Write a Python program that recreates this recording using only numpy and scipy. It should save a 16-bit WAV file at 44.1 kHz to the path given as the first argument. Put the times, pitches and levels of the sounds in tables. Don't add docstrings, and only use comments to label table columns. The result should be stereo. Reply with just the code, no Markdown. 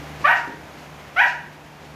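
import sys
import numpy as np
from scipy import signal
from scipy.fft import rfft, irfft
from scipy.io import wavfile
from scipy.ndimage import uniform_filter1d, minimum_filter1d

SR = 44100
rng = np.random.default_rng(int(sys.argv[2]) if len(sys.argv) > 2 else 0)


def int16_out(signal):
    q = np.round(np.clip(np.atleast_2d(signal).T, -1, 1) * 32767)
    wavfile.write(sys.argv[1], SR, q.astype(np.int16))


N = 85995


def amp(db):
    return 10 ** (np.asarray(db) / 20)


def unit(x):
    return x / np.sqrt(np.mean(x ** 2) + 1e-20)


def read(points, hz):
    table_hz, value = np.transpose(points)
    return np.interp(np.log(hz + 1), np.log(table_hz + 1), value)


def bins(x):
    return np.fft.rfftfreq(x.shape[-1], 1 / SR)


def colour(x, points):
    gain = amp(read(points, bins(x)))
    return irfft(rfft(x) * gain, x.shape[-1])


def drift(size, rate_hz):
    spectrum = rfft(rng.standard_normal(N))
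    hz = np.fft.rfftfreq(N, 1 / SR)
    slow = irfft(spectrum * np.exp(-(hz / rate_hz) ** 2), N)
    return unit(slow)[:size]


def band(size, edges_hz):
    edges_hz = np.clip(np.sort(edges_hz), 20, SR / 2 - 1)
    sos = signal.butter(2, edges_hz, "band", fs=SR, output="sos")
    noise = signal.sosfilt(sos, rng.standard_normal(N))
    return unit(noise[-size:])


def add(mix, start_s, sound):
    first = max(round(start_s * SR), 0)
    part = mix[first:][:len(sound)]
    part += sound[:len(part)]


def yelp(curve, slope_db_per_oct):
    # (frequency [Hz], level [dB])
    throat = [(300, -36), (560, -11.5), (750, -5.5), (950, -8.5), (1060, 3), (1170, 1.5), (1300, -1.5),
              (1550, -5), (1900, -6), (2400, -9), (3050, -17), (3500, -26), (4300, -43), (5800, -31.5),
              (7500, -42)]
    # (frequency [Hz], level [dB])
    rasp_colour = [(300, -34), (600, -11), (1100, 1), (1700, 4), (2900, -10.5), (3700, -18), (8000, -34)]
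    # (pitch [Hz], level [dB])
    rasp_by_pitch = [(580, -13), (700, -16), (800, -21), (950, -25)]
    # (frequency [Hz], level [dB])
    hiss_colour = [(2000, -27), (4500, 3), (6000, -6), (8500, -7), (12500, 3), (15500, -10)]
    voice_db, hiss_db = -11.5, -38
    jitter, jitter_hz = .011, 330
    edge_s = 0.0075

    s, *controls = np.transpose(curve)
    t = np.arange(s[0], s[-1], 1 / SR)
    pitch_hz, effort_db, mouth_db = (np.interp(t, s, values) for values in controls)
    hz = pitch_hz * (1 + jitter * drift(len(t), jitter_hz))
    phase = 2 * np.pi * np.cumsum(hz) / SR

    orders = np.arange(1, 9)[:, None]
    overtone_db = (orders > 1) * (mouth_db + slope_db_per_oct * np.log2(orders / 2))
    harmonic_gain = amp(read(throat, orders * hz) + overtone_db)
    note = (harmonic_gain * np.sin(orders * phase)).sum(0)

    pulsed_noise = rng.standard_normal(N)[:len(t)] * (1 + np.cos(phase))
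    rasp = unit(colour(pulsed_noise, rasp_colour))
    voice = amp(effort_db) * (note + amp(read(rasp_by_pitch, pitch_hz)) * rasp)

    hiss = amp(hiss_db) * unit(colour(rng.standard_normal(N), hiss_colour))[:len(t)]
    hiss = hiss * np.hanning(len(t)) ** .5
    gate = np.clip(np.minimum(t - s[0], s[-1] - t) / edge_s, 0, 1)
    return s[0], gate * amp(voice_db) * (voice + hiss)


def puff(start_s, length_s, db):
    size = round(length_s * SR)
    return start_s, np.hanning(size) * amp(db) * band(size, (3700, 6500))


def stir(start_s, length_s, low_db, high_db):
    size = round(length_s * SR)
    low = amp(low_db) * band(size, (120, 312))
    high = amp(high_db) * band(size, (600, 5840))
    return start_s, np.hanning(size) * (low + high)


def room(x, echoes):
    # (frequency [Hz], time [s])
    fade_times = [(150, 0.26), (700, 0.42), (980, 0.45), (1100, 0.51), (1220, 0.12), (1400, 0.52),
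                  (1900, 0.43), (3000, 0.41), (6000, 0.34), (14000, 0.33)]
    # (frequency [Hz], level against the tail [dB], time to fade by 60 dB [s])
    modes = [(941, -30, 0.59), (1551, -32, .62), (1880, -27.5, 0.54)]
    room_db, build_s = 4.5, 0.0071

    hz, t, spectrum = signal.stft(rng.standard_normal(SR), SR, nperseg=256)
    decay = amp(-60 * t / read(fade_times, hz)[:, None])
    build = 1 - np.exp(-t / build_s)
    tail = unit(signal.istft(spectrum * decay * build, SR)[1])

    t = np.arange(len(tail)) / SR
    for mode_hz, db, t60 in modes:
        tone = np.sin(2 * np.pi * (mode_hz * t + rng.random()))
        ring = tone * np.exp(-np.log(1000) * t / t60)
        tail = tail + amp(db) * unit(ring)

    response = amp(room_db) * tail / np.linalg.norm(tail)
    response[0] += 1
    for delay_s, gain in echoes:
        add(response, delay_s, np.array([gain]))
    return signal.fftconvolve(x, response)[:N]


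def fan():
    # (frequency [Hz], level [dB])
    hum_tones = [(73, -54), (149, -45.5), (222, -59.5), (292, -54)]
    # (frequency [Hz], level [dB per Hz])
    air_colour = [(25, -44), (45, -22), (68, -11), (110, -12), (170, -7), (300, -8.5), (450, -10.5),
                  (800, -8.5), (1250, -12), (2600, -19.5), (4000, -28.5), (6800, -29), (8200, -36),
                  (12500, -32.5), (15000, -39)]
    # (frequency [Hz], likeness [0-1])
    air_same = [(100, 0.83), (300, .7), (700, 0.74), (1500, 0.13), (5000, 0), (12000, 0.03)]
    waver = .4
    air_db = -38

    t = np.arange(N) / SR
    hum = np.zeros(N)
    for hz, db in hum_tones:
        strength = 1 + waver * drift(N, 2)
        tone = np.sin(2 * np.pi * hz * t + waver * drift(N, 1.7))
        hum += amp(db) * unit(strength * tone)

    left, other = rfft(rng.standard_normal((2, N)))
    same = np.clip(read(air_same, bins(t)), 0, 1)
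    right = same * left + np.sqrt(1 - same ** 2) * other
    air = unit(colour(irfft(np.array([left, right]), N), air_colour))
    level_db = air_db + .5 * drift(N, 24)
    return hum + air * amp(level_db)


def scene():
    # (time [s], pitch [Hz], effort [dB], mouth opening as overtone gain [dB])
    first_yelp = [(.240, 541.6, -11, 7), (.247, 573.7, -7.5, 3.5), (.256, 600, 2.5, 5.5),
                  (.264, 680.4, -1, -2.5), (.280, 766, -1.5, 6), (.292, 922.3, 0, 0.5),
                  (.316, 968, 2.5, -6), (.328, 770.7, -7.5, -3.5), (.355, 652, -9.5, 3)]
    second_yelp = [(1.160, 633.5, 1, -7), (1.169, 675.5, -4.5, 0.5), (1.182, 748.6, -3.5, 6),
                   (1.201, 803.7, 3, 2.5), (1.212, 913, 1.5, 3), (1.220, 981, 4.5, -1),
                   (1.232, 960, 0.5, -0.5), (1.24, 741, -7, 3), (1.253, 597, -8.5, -10.5),
                   (1.274, 596, -14, -16)]
    # (time [s], length [s], level [dB])
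    puffs = [(0.329, .08, -47), (1.241, .08, -43.5)]
    # (time [s], length [s], low band level [dB], higher band level [dB])
    stirs = [(.17, .1, -43, -53), (0.463, .028, -28.5, -52.5), (.518, .04, -42.5, -64),
             (0.75, 0.066, -62, -54.5), (1.76, .16, -46, -56.5)]
    # (delay [s], gain [ratio])
    left_echoes = [(.0021, .3), (.0068, .3), (0.0131, -.25)]
    right_echoes = [(.0014, -.4), (.0052, .4), (.0153, .45)]

    dry = np.zeros(N)
    add(dry, *yelp(first_yelp, slope_db_per_oct=-8.5))
    add(dry, *yelp(second_yelp, slope_db_per_oct=-5.5))
    for row in puffs:
        add(dry, *puff(*row))
    for row in stirs:
        add(dry, *stir(*row))
    return np.array([room(dry, left_echoes), room(dry, right_echoes)]) + fan()


def record(dry):
    # (frequency [Hz], level [dB])
    right_lead = [(70, 5.5), (200, -0.34), (700, 2), (1200, 0), (1600, 4), (2200, 6.5), (4000, 8),
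                  (8000, 3.06), (14000, -1.5)]
    limit_db, limit_share = -12, 0.69
    fall_db_per_s = 0.6
    ceiling, cutoff_hz = .97, 15400

    x = np.array([dry[0], colour(dry[1], right_lead)])

    power = uniform_filter1d((x ** 2).mean(0), size=600)
    power_db = 10 * np.log10(abs(power) + 1e-12)
    fall_db = np.arange(N) / SR * fall_db_per_s
    held_db = np.maximum.accumulate(power_db + fall_db) - fall_db
    over_db = np.maximum(held_db - limit_db, 0)
    x = x / amp(limit_share * uniform_filter1d(over_db, size=200))

    peak_gain = ceiling / np.maximum(abs(x), ceiling)
    x = x * uniform_filter1d(minimum_filter1d(peak_gain, size=181), size=181)

    lowpass = signal.firwin(511, cutoff_hz, window=("kaiser", 9), fs=SR)
    return signal.oaconvolve(x, lowpass[None], "same")


dry = scene()
out = record(dry)
int16_out(out)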